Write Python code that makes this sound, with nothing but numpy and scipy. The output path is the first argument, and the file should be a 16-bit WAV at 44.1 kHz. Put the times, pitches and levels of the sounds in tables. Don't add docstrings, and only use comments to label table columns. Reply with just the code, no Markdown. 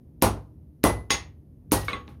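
import sys
import numpy as np
from scipy import signal
from scipy.fft import rfft, irfft
from scipy.io import wavfile
from scipy.ndimage import map_coordinates

SR = 44100
rng = np.random.default_rng(int(sys.argv[2]) if len(sys.argv) > 2 else 0)


def master_out(mix):
    frames = np.transpose(np.atleast_2d(mix))
    ceiling = np.clip(frames, -1, 1)
    pcm = np.round(ceiling * 32767).astype(np.int16)
    wavfile.write(sys.argv[1], SR, pcm)


def boost_factor(decibels):
    exponent = np.asarray(decibels, float) / 20
    return 10 ** exponent


N = 97020
LIFE = 36000
RING_RISE_S, PING_DB = .0006, 5.5

# f/Hz, level/dB per Hz
LIGHT_WASH = [(180, -4), (300, -7), (961, -14), (1120, -4), (1390, -11.5), (3830, -18), (4750, -30.5),
              (8940, -42.5), (16000, -62)]
# f/Hz, level/dB per Hz
LIGHT_CRACK = [(400, -9), (1200, -0.5), (4200, -0.5), (5500, -32), (16000, -45.5)]


def unit(x):
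    return x / np.sqrt(np.mean(x ** 2) + 1e-20)


def along(points, hz):
    f, v = np.transpose(points)
    return np.interp(np.log(hz + 1), np.log(f + 1), v)


def wobble(rate, size):
    knots = rng.standard_normal(int(size * rate / SR) + 4)
    return map_coordinates(knots, [np.arange(size) * rate / SR])


def noise(spectrum, size, tilt_db=0):
    hz = np.fft.rfftfreq(size, 1 / SR)
    gain = boost_factor(along(spectrum, hz) + tilt_db * np.log2(hz / 1000 + 1e-3))
    return unit(irfft(rfft(rng.standard_normal(size)) * gain, size))


def blows():
    # t/s, strength/dB, crack/dB, thud/dB, brightness/dB per octave
    heavy_hits = [
        (.2228, -3.5, 3, -3.5, 1.5),
        (.839, -4, 2.5, -2.5, 1),
        (1.719, -6.5, 4.5, -2.5, 3.5),
    ]
    # f/Hz, level/dB, t60/s
    bar_rings = [
        [(2062, -12, .17), (4118, -12, .15), (5782, -3, .22), (6562, -5, .22), (8705, -1, .22),
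         (10070, -5, .27), (10780, -1, .17)],
        [(1890, -4, .33), (2008, 6, .37), (3424, 2, .12), (5778, 0, .2), (6406, -15, .3), (8629, -11, .2),
         (10064, 2, .33), (11490, -12, .23)],
        [(1906, 0, .4), (3795, -12, .25), (6659, -11, .15), (8619, -10, .2), (9448, -8, .12), (11350, -10, .19)],
    ]
    # f/Hz, level/dB per Hz
    wash_colour = [(90, -34.5), (220, 0.5), (620, -3), (1050, -4), (1750, -18), (6000, -25.5),
                   (10000, -19.5), (16000, -34)]
    # f/Hz, level/dB per Hz
    crack_colour = [(300, -11.5), (2000, -2), (7500, -7), (10000, 4), (16000, -8.5)]
    mix_db = (-9, -24.5, -12.5, -4.5)
    return strikes(heavy_hits, bar_rings, wash_colour, crack_colour, mix_db, rise_s=.015, ping_db=-4.5)


def taps():
    # t/s, strength/dB, crack/dB, thud/dB, brightness/dB per octave
    hard_hits = [
        (1.1047, -9, 4, -16, 1.5),
    ]
    # f/Hz, level/dB, t60/s
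    anvil = [(1104, -4, .27), (1890, -12, .4), (2056, -2, .3), (2643, -10, .28), (3430, -8, .3),
             (3792, -8, .23), (4872, -7, .2), (5380, -11, .28), (5782, -10, .2), (6582, 0, .26),
             (8646, -14, .24), (9491, -12, .22), (10070, -16, .27), (10760, -18, .14)]
    # f/Hz, level/dB per Hz
    wash_colour = [(88, -31.5), (150, -4), (1100, -5.5), (1390, -10.5), (2060, -5), (6140, -11),
                   (6640, -4.5), (7320, -18.5), (16000, -32.5)]
    # f/Hz, level/dB per Hz
    crack_colour = [(300, -14), (1200, 1.5), (4000, -2), (7000, -16), (16000, -23)]
    mix_db = (-9.5, -16.5, -7, -3)
    return strikes(hard_hits, [anvil], wash_colour, crack_colour, mix_db, RING_RISE_S, PING_DB)


def bounces():
    # t/s, strength/dB, crack/dB, thud/dB, brightness/dB per octave
    soft_hits = [
        (1.8826, -15.5, 6, -23.5, 2),
        (1.9312, -17.5, 3, -18.5, -0.1),
    ]
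    # f/Hz, level/dB, t60/s
    anvil = [
        [(488, -13, 0.61), (1150, 0.5, 0.057), (1540, 5, 0.014), (2213, -2, 0.11), (2600, -13.5, 0.033),
         (3760, -2.5, 0.027), (4370, -13, 0.043), (6575, -31, 0.28), (8580, -25.5, 0.24)],
        [(1112, -0.5, 0.31), (2004, -12.5, 0.26), (2104, -4, 0.097), (2480, -1, 0.031), (3456, -15, 0.16),
         (3920, -2.5, 0.036), (6575, -30, .33), (8690, -26, 0.14)],
    ]
    mix_db = (-13.5, -12.5, -6, -14.5)
    return strikes(soft_hits, anvil, LIGHT_WASH, LIGHT_CRACK, mix_db, RING_RISE_S, PING_DB)


def scuffs():
    # t/s, strength/dB, crack/dB, thud/dB, brightness/dB per octave
    shifts = [
        (1.833, -28.5, 1, -12, 4),
        (2.079, -29.5, -3, -14.5, -1),
        (2.102, -46.5, -8.5, -21, 2),
    ]
    mix_db = (-17.5, -8, -8, -6)
    no_rings = [[]] * len(shifts)
    return strikes(shifts, no_rings, LIGHT_WASH, LIGHT_CRACK, mix_db, RING_RISE_S, PING_DB)


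def strikes(events, rings, wash_colour, crack_colour, mix_db, rise_s, ping_db):
    out = np.zeros(N + LIFE)
    t = np.arange(LIFE) / SR
    wash_db, ring_db, stump_db, snap_db = mix_db
    for (s, db, crack_db, thud_db, tilt_db), modes in zip(events, rings):
        rough_wash_db = wash_db + .8 * wobble(120, LIFE)
        hit = boost_factor(rough_wash_db) * wash(wash_colour, t, tilt_db)
        hit += boost_factor(ring_db) * ring(modes, t, rise_s, ping_db)
        hit += boost_factor(stump_db + thud_db) * thud(t)
        hit += boost_factor(snap_db + crack_db) * crack(crack_colour, t)
        smear = lead()
        start = round(s * SR)
        out[start:][:LIFE] += boost_factor(db) * hit
        out[start - len(smear):start] += boost_factor(db) * smear
    return out[:N]


def crack(colour, t):
    rise_s, t60_s = .0003, .007
    return boost_factor(-60 * t / t60_s) * (1 - np.exp(-t / rise_s)) * noise(colour, len(t))


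def ring(modes, t, rise_s, ping_db, turn=-1):
    ping_s, bend_s = .033, .87
    unsteady = .25
    total = 0
    for k, (hz, db, t60) in enumerate(modes):
        decay = boost_factor(db - 60 * t * (1 + t / bend_s) / t60)
        waver = 1 + unsteady * wobble(46, len(t))
        total = total + turn ** k * decay * waver * np.sin(2 * np.pi * hz * t)
    return (1 - np.exp(-t / rise_s)) * boost_factor(ping_db * np.exp(-t / ping_s)) * total


def thud(t):
    # f/Hz, level/dB, t60/s
    stump = [(186, -7.5, 0.39), (237, -2, 0.21), (302.5, 7.5, 0.035), (296.3, 3, 0.15), (354, -7, 0.36),
             (405.9, 1, 0.18), (517, -4, 0.2), (819, -5, 0.34), (899, -7, .22), (1049, -8, .2)]
    # f/Hz, level/dB, t60/s
    floor = [(57.4, -2, .7), (72.5, -4.5, 0.62), (102.46, -1, 0.69), (148, -14, 0.85)]
    delay_s = .0009
    wood = ring(stump, (t - delay_s).clip(0), .0008, ping_db=0, turn=1)
    return wood + ring(floor, t, .024, ping_db=0)


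def wash(colour, t, tilt_db):
    # f/Hz, t60/s
    shop = [(150, .35), (500, .28), (2000, 0.25), (6000, 0.21), (12000, 0.16)]
    early_db, early_s = -3, .04
    late_db, late_slower = -30.5, 3
    rise_s = .004
    hz, s, z = signal.stft(noise(colour, len(t), tilt_db), SR, nperseg=256)
    hz = hz[:, None]
    fall_db = -60 * s / along(shop, hz)
    roof = boost_factor(late_db + fall_db / late_slower) / (1 + (hz / 700) ** 2)
    tail = signal.istft(z * (boost_factor(fall_db) + roof), SR, nperseg=256)[1][:len(t)]
    return tail * (1 - np.exp(-t / rise_s)) * boost_factor(early_db * np.exp(-t / early_s))


def lead():
    level_db, length_s, top_hz = -31.5, .0072, 7400
    colour = [(700, -40), (1200, 0), (top_hz, 0), (top_hz * 1.1, -25)]
    smear = noise(colour, LIFE)[:round(length_s * SR)]
    swell = np.hanning(2 * len(smear))[:len(smear)] ** .5
    return boost_factor(level_db) * smear * swell


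def flakes():
    # t/s, level/dB, t60/s
    showers = [
        (.2228, -50, 0.43),
        (.839, -43, 0.36),
        (1.719, -35, 0.42),
        (1.843, -43.5, 0.11),
        (2.079, -67.5, 0.3),
    ]
    # f/Hz, level/dB per Hz
    patter_colour = [(2000, -45.5), (4000, 0), (8000, -5.5), (10500, -1.5), (15500, -8), (16200, -59)]
    clump_db, rise_s = 1.2, .008
    t = np.arange(N) / SR
    shower = np.zeros(N)
    for s, db, t60 in showers:
        age = (t - s).clip(0)
        shower += boost_factor(db - 60 * age / t60) * (1 - np.exp(-age / rise_s))
    clumps = boost_factor(clump_db * (wobble(60, N) + wobble(400, N)))
    return shower * unit(clumps * noise(patter_colour, N))


def forge():
    # f/Hz, level/dB per Hz
    roar_colour = [(20, -59.5), (40, -12), (75, 2), (110, -7), (220, -16.5), (400, -23), (900, -43.5),
                   (2500, -66.5), (5000, -110)]
    # f/Hz, level/dB per Hz
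    hiss_colour = [(900, -36), (1800, 0), (4000, -6.5), (8000, -7.5), (11300, 0.5), (13000, 0),
                   (15600, -5.5), (16200, -93.5)]
    # f/Hz, width/Hz, level/dB
    flue = [(145, 14, 8), (200, 10, 6), (246, 10, 10), (304, 14, 10)]
    roar_db, hiss_db, flutter_db = -47, -83.5, 1.5
    hz = np.fft.rfftfreq(N, 1 / SR)
    hollow = boost_factor(sum(db * np.exp(-((hz - c) / w) ** 2) for c, w, db in flue))
    flutter = boost_factor(flutter_db * (wobble(1, N) + wobble(6.8, N)))
    roar = unit(flutter * irfft(rfft(noise(roar_colour, N)) * hollow, N))
    return boost_factor(roar_db) * roar + boost_factor(hiss_db) * noise(hiss_colour, N)


def scene():
    hammer = blows() + taps() + bounces() + scuffs()
    return (hammer + flakes() + forge())[None]


def low_pass(x):
    return signal.sosfilt(signal.butter(12, 16820, fs=SR, output="sos"), x)


def record(dry):
    low_cut_hz, top_hz, top_width_hz = 33, 16100, 150
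    dip_hz, dip_width_hz, dip_db = 7590, 500, -8.5
    hz = np.fft.rfftfreq(N, 1 / SR)
    bass_cut = (1j * hz / (low_cut_hz + 1j * hz)) ** 2
    top_cut = .5 - .5 * np.tanh((hz - top_hz) / top_width_hz)
    dip = boost_factor(dip_db * np.exp(-((hz - dip_hz) / dip_width_hz) ** 2))
    heard = irfft(rfft(dry) * bass_cut * top_cut * dip, N)
    return low_pass(heard)


dry = scene()
out = record(dry)
master_out(out)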